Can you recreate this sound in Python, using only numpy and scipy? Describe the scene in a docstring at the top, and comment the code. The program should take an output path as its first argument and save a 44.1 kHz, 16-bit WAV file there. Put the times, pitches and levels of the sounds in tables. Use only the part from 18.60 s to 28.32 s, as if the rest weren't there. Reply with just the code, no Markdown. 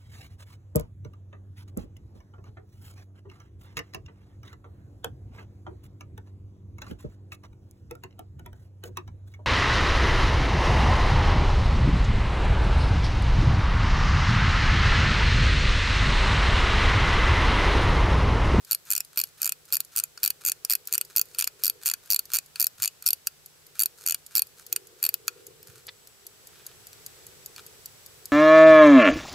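"""A pocket-watch ratchet: a thumb twists the crown to and fro, close to the microphone in a quiet room.
Each twist drags a spring over a few teeth; every tooth that drops is a noisy contact ringing case and works.
Around the twists the fingers rub and the crown knocks; filtered friction and contact noise make both.
The escapement ticks faintly five times a second, as short bursts through resonances.
Below lie creaking hands made of grains, shaped room noise, a low hum that fades and a thin whine that grows."""
import sys
import numpy as np
from scipy import signal
from scipy.fft import rfft, irfft, next_fast_len
from scipy.io import wavfile

SR = 44100
rng = np.random.default_rng(int(sys.argv[2]) if len(sys.argv) > 2 else 0)


def inscribe(sig):
    """Save sig as 16-bit PCM at rate SR to the path in sys.argv[1].

    A 1-D sig is mono; a 2-D sig holds one channel per row.
    Samples are clipped to [-1, 1] before scaling.
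    """
    pcm = np.round(np.clip(np.atleast_2d(sig).T, -1, 1) * 32767)
    wavfile.write(sys.argv[1], SR, pcm.astype(np.int16))


N = 428652
TIME = np.arange(N) / SR


def undb(db):
    """Turn decibels into an amplitude factor."""
    return 10 ** (np.asarray(db) / 20)


def unit(x):
    """Scale to rms 1."""
    return x / np.sqrt(np.mean(x ** 2) + 1e-20)


def add(out, s, sound):
    """Mix a stereo sound in at time s."""
    i = max(int(s * SR), 0)
    out[:, i:i + sound.shape[1]] += sound[:, :max(N - i, 0)]


def curve(points):
    """Draw a breakpoint envelope over the whole scene."""
    return np.interp(TIME, *np.transpose(points))


def walk(rate):
    """Slow random waver with a spread near 1: straight lines between random points, rate per second."""
    count = int(N / SR * rate) + 2
    return np.interp(TIME * rate, np.arange(count), rng.standard_normal(count))


def ports(size, apart):
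    """Noise at the two microphone ports: a common part and a part of their own."""
    return (rng.standard_normal(size) + apart * rng.standard_normal((2, size))) / np.hypot(1, apart)


def band(x, lo_hz, hi_hz, order=2):
    """Butterworth band-pass."""
    sos = signal.butter(order, [lo_hz, min(hi_hz, SR / 2 - 100)], "band", fs=SR, output="sos")
    return signal.sosfilt(sos, x)


def ring(x, modes):
    """Pass x through parallel resonances; neighbours swing in opposite senses."""
    size = next_fast_len(x.shape[-1])
    f = np.arange(size // 2 + 1) * SR / size + 1e-6
    hz, width, db = np.transpose(modes)
    weights = undb(db) * (-1) ** np.arange(len(hz))
    response = sum(g / (1 + 1j * (f * f - h * h) / (f * w)) for h, w, g in zip(hz, width, weights))
    return irfft(rfft(x, size) * response, size)[..., :x.shape[-1]]


def click_level(x, db):
    """Give a click the energy of 5 ms at this level."""
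    return undb(db) * unit(x) * np.sqrt(.005 * SR / x.shape[-1])


def slips(seconds, taper):
    """Friction force: many tiny slips over a fine hiss, then silence to ring out in."""
    size = max(int(seconds * SR), 100)
    strength = undb(5.75 * np.minimum(rng.exponential(size=size), 4))
    catches = (rng.random(size) < .03) * strength
    force = (catches + 0.26) * ports(size, 0.18) * signal.windows.tukey(size, taper)
    return np.pad(force, ((0, 0), (0, 600)))


def impact(contact_s, rebound_s, rebound_db, chatter_db, chatter_s, size=1536):
    """Force of one steel contact: the blow, a rebound and dying chatter."""
    t = np.arange(size) / SR
    late = t - rebound_s * np.exp(0.14 * rng.standard_normal())
    rebound = undb(rebound_db) * (late > 0) * np.exp(-abs(late) / contact_s)
    chatter = undb(chatter_db) * np.exp(-t / chatter_s)
    onset = 1 - np.exp(-t / 0.000085)
    return (np.exp(-t / contact_s) + rebound + chatter) * onset


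# Colour of the room noise. Each row: frequency in Hz, relative density in dB per Hz.
AIR_COLOUR = [(25, -18), (60, -9), (110, -7), (165, -9), (230, -15.5), (310, -14.5), (440, -10.5),
              (620, -13), (1000, -15.5), (1450, -14), (2100, -16), (5000, -15), (8000, -17), (15000, -19)]
# Swell of the room noise, strongest late. Each row: time in seconds, level in dB on top of AIR_DB.
AIR_SWELL = [(0, 1), (4.9, 1.5), (6.8, 2), (7.5, 2), (8, 5), (8.5, 6.5), (9.7, 5.5)]
AIR_DB = -58
# Faint hum and whine. Each row: centre frequency in Hz, mean level in dB at the start, then at the end.
TONES = [(152, -76, -86), (7800, -74.5, -67)]


def background():
    """Even hiss and room rumble from shaped noise, a low hum that fades and a thin whine that grows."""
    hz, db = np.transpose(AIR_COLOUR)
    f = np.arange(N // 2 + 1) * SR / N + 1
    colour = undb(np.interp(np.log(f), np.log(hz), db))
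    hiss = unit(irfft(rfft(ports(N, 4.2)) * colour, N))
    out = hiss * undb(AIR_DB + curve(AIR_SWELL) + 0.18 * walk(4.7))
    change = np.interp(TIME, [5.5, 8.5], [0, 1])
    for tone_hz, first_db, last_db in TONES:
        phase = 2 * np.pi * np.cumsum(tone_hz * (1 + 0.00038 * walk(18))) / SR
        level_db = first_db + (last_db - first_db) * change + 0.78 * walk(12.0)
        out = out + unit(np.sin(phase)) * undb(level_db)
    return out


# Soft hollow creaking of the grip. Each row: time in seconds, level in dB before GRIP_DB and the waver.
GRIP_CREAK = [(0.0, -81), (1.41, -77), (1.81, -69), (2.38, -67.5), (2.6, -66.5), (2.84, -71), (3.08, -63),
              (3.57, -78), (4.6, -78), (5.17, -69), (5.79, -78), (6.12, -65), (6.55, -65), (6.82, -57.5),
              (7.52, -69.5), (8.85, -65), (9.39, -67.5), (9.72, -66)]
GRIP_DB, GRIP_WAVER_DB = 1, 3  # the creaking comes and goes with the pressure of the fingers
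# Low rumble of the shifting hands. Each row: time in seconds, level in dB.
HAND_RUMBLE = [(0, -76), (6.2, -85), (6.5, -74), (7.15, -65), (7.7, -83), (8.1, -68.5), (9.7, -69)]
# Dull bumps of the hands. Each row: start in seconds, level in dB before BUMP_DB.
HAND_BUMPS = [(4.189, -58), (7.083, -56)]
BUMP_DB = -4.5


def grip():
    """The hands creak in soft hollow grains, rumble as they shift and bump now and then."""
    # about 80 grains a second through two hollow resonances
    grains = (rng.random(N) < 80 / SR) * rng.uniform(0.53, 1, N) * rng.choice([-1, 1], N)
    hollow = ring(grains + 0.031 * ports(N, 4.2), [(391, 74, -0.32), (499, 65, -0.69)])
    creak = band(hollow, 275, 525, order=3)
    out = unit(creak) * undb(curve(GRIP_CREAK) + GRIP_DB + GRIP_WAVER_DB * walk(11))
    rumble = band(ports(N, 0.41), 85, 154, order=3)
    out = out + unit(rumble) * undb(curve(HAND_RUMBLE))
    t = np.arange(SR // 8) / SR
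    for s, db in HAND_BUMPS:
        thud = band(ports(len(t), 0.29) * np.exp(-t / .015), 87, 165, order=3)
        add(out, s, undb(db + BUMP_DB) * unit(thud))
    return out


def room(x, t60_s, wet_db, early_s, early_db):
    """Close reflections from hands and table, then a short dim tail."""
    t = np.arange(SR // 3) / SR
    onset = 1 - np.exp(-t / 0.013)
    early = rng.standard_normal((2, len(t))) * onset * np.exp(-t / early_s)
    tail = rng.standard_normal((2, len(t))) * onset * np.exp(-np.log(1000) * t / t60_s)
    response = (undb(early_db) * unit(early) + undb(wet_db) * unit(tail)) / np.sqrt(len(t))
    # the walls return the lower rings more strongly than the treble
    response = response + 2.8 * band(response, 850, 2800, order=1)
    return x + signal.fftconvolve(x, response, axes=1)[:, :N]


# Escapement resonances. Each row: frequency in Hz, width in Hz, relative level in dB.
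PALLET = [(4850, 550, -2.5), (6530, 260, 0.5), (6700, 1120, -1), (8800, 440, -29), (9200, 750, -9.5),
          (10830, 300, 0), (11920, 580, 1.5), (14100, 1400, -12)]
# The beat wanders a little and the ticking grows louder late.
# Each row: time in seconds, lateness in seconds, level in dB.
BEAT_WANDER = [(0, -0.0023, -43.5), (2.5, -0.00063, -42.5), (5.7, .014, -39.5), (7.3, .018, -39),
               (8.1, .015, -33.5), (9.7, 0.0052, -33.5)]
FIRST_BEAT_S, BEAT_S, BEATS = .05, .2, 49
TOCK_LATE_S, TOCK_DB = .005, -7  # every second beat is weaker and a little late


def escapement():
    """The pallet strikes the escape wheel and lands on its banking a moment later, tick and tock in turn."""
    out = np.zeros((2, N))
    times, late_s, level_db = np.transpose(BEAT_WANDER)
    for beat in range(BEATS):
        due, tock = FIRST_BEAT_S + beat * BEAT_S, beat % 2
        s = due + np.interp(due, times, late_s) + tock * TOCK_LATE_S
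        db = np.interp(due, times, level_db) + tock * TOCK_DB
        force = impact(contact_s=0.0021, rebound_s=0.0042, rebound_db=-13.0, chatter_db=-28, chatter_s=0.0011)
        tick = ring(force * ports(len(force), 0.69), PALLET)
        add(out, s, click_level(band(tick, 4660, 18000), db))
    return out


# Four registers of the watch, low to high: case, plate, wheels, spring; the last three are the works.
# Each row: frequency in Hz, width in Hz, relative level in dB; blows scatter frequency and level.
CASE = [(560, 2700, -20), (1402, 102, 2.5), (1710, 130, -8), (2470, 170, 6.5), (2823, 414, -1.5),
        (2933, 58, -1), (3340, 52, -4.5)]
PLATE = [(4535, 150, 2), (4760, 400, -6), (5250, 450, -9), (5800, 600, -12)]
WHEELS = [(7000, 1280, -4), (7230, 194, 2), (8280, 490, -14), (8870, 240, 0), (9340, 140, 1)]
SPRING = [(11150, 350, -12.5), (11670, 250, 0.5), (12070, 470, -2.5), (12800, 250, -6), (14000, 990, -4.5),
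          (14100, 1040, -12.5)]
MODE_SCATTER_DB = 2.2
CRACK_DB = -11  # dry crack of a blow, relative to its ringing


def blow(force, levels_db, lid_db):
    """A gritty contact cracks and rings the four registers; lid_db shifts the low modes of the lid."""
    # short waves reach the two ports less alike
    aparts = (.1, .2, .42, .62)
    lows_hz, highs_hz = (700, 3900, 6100, 10200), (4290, 6300, 11700, 17100)
    out = 0
    for modes, db, apart, lo_hz, hi_hz in zip((CASE, PLATE, WHEELS, SPRING), levels_db, aparts, lows_hz, highs_hz):
        hz, width, mode_db = np.transpose(modes)
        lid = (hz > 1000) & (hz < 1600)
        # the strike point changes each mode's share, the grip its pitch
        mode_db = mode_db + MODE_SCATTER_DB * rng.standard_normal(len(hz)) + lid_db * lid
        hz = hz * (1 + 0.016 * rng.standard_normal(len(hz)))
        push = force * ports(len(force), apart)
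        modal = band(ring(push, np.transpose([hz, width, mode_db])), 0.64 * lo_hz, hi_hz)
        # the many small parts answer at once with a dry crack
        crack = band(push, lo_hz, hi_hz, order=3)
        out = out + click_level(unit(modal) + undb(CRACK_DB) * unit(crack), db)
    return out


def rub(seconds, case_db, works_db):
    """Skin catches on the knurling and rings the case and the works."""
    force = slips(seconds, taper=0.25)
    case = ring(force, [(1416, 285, 7.5), (1850, 300, -1.5), (2350, 280, 3), (3900, 1500, 1.5)])
    works = ring(force, PLATE + WHEELS + SPRING) + 0.48 * band(force, 3000, 18000)
    return undb(case_db) * unit(case) + undb(works_db - 2.0) * unit(works)


# Fingers sliding on the knurled crown as they change grip.
# Each row: start in seconds, end in seconds, case level in dB, works level in dB before the 2 dB cut in rub().
RUBS = [(0.648, .698, -78, -56), (2.495, 2.523, -57, -53), (2.654, 2.77, -69, -58), (3.426, 3.48, -61, -56),
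        (5.369, 5.45, -58, -49.5), (5.965, 6.037, -60, -53), (6.766, 6.82, -64, -65),
        (7.058, 7.217, -60.5, -55.5), (7.911, 8.142, -61, -68), (8.971, 9.008, -49, -51)]
# One fingernail scuff on the rim: start in seconds, end in seconds, level in dB before SCUFF_DB.
SCUFF = (7.277, 7.302, -41)
SCUFF_DB = -2.5
# Rim resonances of the scuff. Each row: frequency in Hz, width in Hz, relative level in dB.
RIM = [(510, 28, -0.5), (950, 240, -9.5), (1380, 430, -6), (2200, 1300, -8), (3460, 180, 5.5),
       (4320, 890, -3.5)]
GRAB_S = 0.047  # the thumb rubs the crown this long before the first tooth
GRAB_CASE_DB, GRAB_WORKS_DB = -6, -1.5  # added to the push's rub level, ahead of rub()


def fingers():
    """The thumb rubs the crown before each push, the fingers slide to a new grip, and a nail scuffs the rim."""
    out = np.zeros((2, N))
    for start, *_, rub_db in TWISTS:
        add(out, start - GRAB_S, rub(GRAB_S, rub_db + GRAB_CASE_DB, rub_db + GRAB_WORKS_DB))
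    for start, end, case_db, works_db in RUBS:
        add(out, start, rub(end - start, case_db, works_db))
    start, end, db = SCUFF
    scuff = band(ring(slips(end - start, taper=0.78), RIM), 400, 5100)
    add(out, start, undb(db + SCUFF_DB) * unit(scuff))
    return out


# Crown and bow knocks, and at 2.0486 s a lone ratchet tooth.
# Each row: start in seconds, case level in dB, works level in dB, brightness in dB (taken from the plate,
# given to the spring); levels come before CROWN_DB.
KNOCKS = [(.5595, -56, -50, 4), (1.5752, -45, -46, -6.5), (2.0486, -46, -28, 1.5), (2.273, -56, -36.5, 6),
          (2.747, -49.5, -43, 1), (3.2337, -55, -44, 3), (3.2515, -55, -44, 4), (3.7177, -47, -41.5, 2),
          (3.9577, -40.5, -39.5, -4), (4.424, -53, -43, 4), (4.6706, -35, -24.5, 3),
          (6.6798, -28.5, -25, 2), (7.029, -60, -51.5, 4.5), (8.33, -58, -49.5, 0), (8.962, -51, -46, -2),
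          (8.992, -47, -61, -5)]
CROWN_DB = 0.5


def crown():
    """Looser, longer contacts of crown and bow, plus one lone tooth; a harder knock rings the lid more."""
    out = np.zeros((2, N))
    for s, case_db, works_db, bright_db in KNOCKS:
        force = impact(contact_s=0.00051, rebound_s=0.00078, rebound_db=-16.0, chatter_db=-9, chatter_s=0.0026)
        lid_db = np.interp(case_db, [-50, -35, -27], [3, 5, 10])
        levels_db = [case_db, works_db - bright_db, works_db, works_db + bright_db]
        add(out, s, blow(force, levels_db, lid_db))
    return out * undb(CROWN_DB)


BRAKE_TEETH = .8  # the braking is felt over this many teeth


def tooth_times(start, length, teeth, slowing, braking):
    """When the teeth of one push drop: the gaps change by a steady ratio, then stretch as the thumb stops."""
    count = int(round(teeth)) - 1
    to_go = np.arange(count)[::-1]
    gaps = slowing ** np.linspace(0, 1, count) * (1 + braking * np.exp(-to_go / BRAKE_TEETH))
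    return start + length * np.append(0, np.cumsum(gaps)) / (gaps.sum() + 1e-12)


# Pushes of the thumb on the crown, a twist that stalls taking two.
# Each row: first tooth in seconds, length in seconds, number of teeth, way (0 forth, 1 back),
# slowing as last gap over first before braking, braking as added stretch of the final gap,
# case level in dB, plate level in dB, works level in dB, thumb rub in dB before the grab offsets.
TWISTS = [(0.111, 0.0368, 4, 0, 1.22, 1.0, -39.0, -28.0, -21.0, -50.5),
          (0.3041, 0.0292, 4, 1, 0.79, 0.6, -40.5, -35.0, -21.5, -49),
          (0.3517, 0.0527, 4, 1, 0.64, 3.3, -39.5, -30.0, -23.5, -52),
          (0.5744, 0.0637, 6, 0, 1.68, 1.0, -40.5, -30.5, -23.0, -57),
          (0.8174, 0.0272, 3, 1, 0.95, 0.4, -43.0, -33.0, -22.5, -51),
          (0.8566, 0.0645, 5, 1, 3.46, 0.1, -38.0, -36.0, -23.5, -52),
          (1.1245, 0.0792, 7, 0, 0.5, 8.9, -39.5, -31.0, -22.0, -53),
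          (1.3619, 0.0369, 5, 1, 0.29, 2.6, -40.5, -33.0, -21.5, -50),
          (1.4374, 0.0, 1, 1, 1, 0, -38.5, -36.5, -22.0, -52),
          (1.6318, 0.0719, 6, 0, 2.09, 0.7, -36.5, -29.0, -21.0, -58),
          (1.8503, 0.068, 7, 1, 0.2, 8.3, -40.5, -32.5, -21.5, -50),
          (2.0982, 0.054, 6, 0, 1.22, 0.9, -36.0, -29.0, -21.0, -60),
          (2.3254, 0.0269, 4, 1, 0.2, 2.4, -38.5, -31.5, -21.5, -49),
          (2.3793, 0.0329, 2, 1, 1, 0, -35.5, -32.5, -21.5, -52),
          (2.5624, 0.0512, 5, 0, 1.94, 0.2, -37.5, -29.5, -18.5, -55),
          (2.7854, 0.0887, 7, 1, 3.46, 0.5, -35.0, -30.5, -22.5, -56),
          (3.0366, 0.0611, 6, 0, 1.31, 0.6, -40.5, -28.5, -20.5, -53),
          (3.2586, 0.0787, 8, 1, 2.69, 0.6, -36.5, -31.0, -22.5, -49),
          (3.5033, 0.0885, 7, 0, 1.51, 1.3, -40.0, -26.5, -20.0, -62),
          (3.7352, 0.0512, 7, 1, 0.69, 3.2, -37.0, -31.0, -21.5, -47),
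          (3.9984, 0.0694, 6, 0, 3.1, 0.2, -41.0, -29.0, -19.5, -52),
          (4.2224, 0.054, 6, 1, 0.71, 2.4, -37.5, -29.5, -22.5, -46),
          (4.4626, 0.0686, 6, 0, 4.95, 0.0, -42.0, -27.0, -19.5, -55),
          (5.1936, 0.0648, 6, 0, 1.13, 1.6, -39.5, -31.0, -20.0, -50.5),
          (5.4631, 0.082, 7, 1, 0.88, 1.3, -38.0, -32.0, -22.0, -56),
          (5.7529, 0.067, 6, 0, 0.91, 2.4, -37.0, -28.0, -20.0, -53),
          (6.1271, 0.0346, 2, 1, 0.98, 0.0, -36.5, -31.0, -20.0, -63),
          (6.4281, 0.0357, 4, 0, 1.18, 0.0, -38.0, -29.0, -21.5, -58),
          (6.4903, 0.0508, 2, 0, 1, 0, -37.5, -31.0, -20.5, -52)]
# Tooth colour, first row at the start of a push and second at its end. Each row: case, plate, wheels
# and spring in dB, added to the push's case and plate levels and, for the last two, its works level.
FORTH = [(-2, 1, -7, 1), (-2.5, -1, -8, 0)]
BACK = [(-1.9, -2.5, -4, -0.5), (0.28, -0.13, -4, -3.5)]
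TOOTH_SCATTER_DB = 0.87  # no two teeth drop alike


def teeth():
    """Every tooth as (s, levels of the four registers); the colour follows the way and shifts along the push."""
    for start, length, count, way, slowing, braking, case_db, plate_db, works_db, _ in TWISTS:
        times = tooth_times(start, length, count, slowing, braking)
        first, last = BACK if way else FORTH
        scatter = TOOTH_SCATTER_DB * rng.standard_normal((len(times), 4))
        colours = np.linspace(first, last, len(times)) + scatter
        yield from zip(times, colours + [case_db, plate_db, works_db, works_db])


SCRAPE_DB, SCRAPE_S = -37, 0.0025  # a faint scrape between the teeth of a push; time constant of its envelope
SLIDE_DB = -14  # constant part of the scrape for a 4 ms gap, relative to the enveloped part's peak


def ratchet():
    """A faint scrape between the teeth of a push; the spring snaps down behind each tooth and bounces once."""
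    out, previous_s = np.zeros((2, N)), 0
    modes = CASE + PLATE + WHEELS + SPRING
    for s, levels_db in teeth():
        gap, previous_s = s - previous_s, s
        force = impact(contact_s=.0004, rebound_s=.0013, rebound_db=-15, chatter_db=-21, chatter_s=.002)
        add(out, s, blow(force, levels_db, lid_db=-1.5))
        # after a long gap, the scrape keeps to a short stretch
        scrape_s = max(gap, .004) if gap < .06 else .011
        friction = slips(scrape_s, taper=0.11)
        # the constant part is louder in shorter gaps
        to_click_s = np.maximum(scrape_s - np.arange(friction.shape[1]) / SR, 0)
        envelope = np.exp(-to_click_s / SCRAPE_S) + undb(SLIDE_DB) * 0.004 / scrape_s
        even_level = np.std(ring(friction, modes)[:, :int(scrape_s * SR)])
        scrape = ring(friction * envelope, modes) / even_level
        add(out, s - scrape_s, undb(SCRAPE_DB) * scrape)
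    return out


def scene():
    """The watch in its room, over the hands and the room noise."""
    watch = ratchet() + crown() + escapement() + fingers()
    return room(watch, t60_s=0.37, wet_db=-36.0, early_s=0.0044, early_db=-21) + grip() + background()


TOP_HZ = 15450


def record(dry):
    """The right port hears everything a few microseconds earlier; the top is cut steeply."""
    lag = .25  # samples
    delay = np.exp(-2j * np.pi * lag * np.arange(N // 2 + 1) / N)
    left = irfft(rfft(dry[0]) * delay, N)
    low_pass = signal.ellip(8, .2, 70, TOP_HZ, fs=SR, output="sos")
    return signal.sosfilt(low_pass, np.array([left, dry[1]]))


dry = scene()
out = record(dry)
inscribe(out)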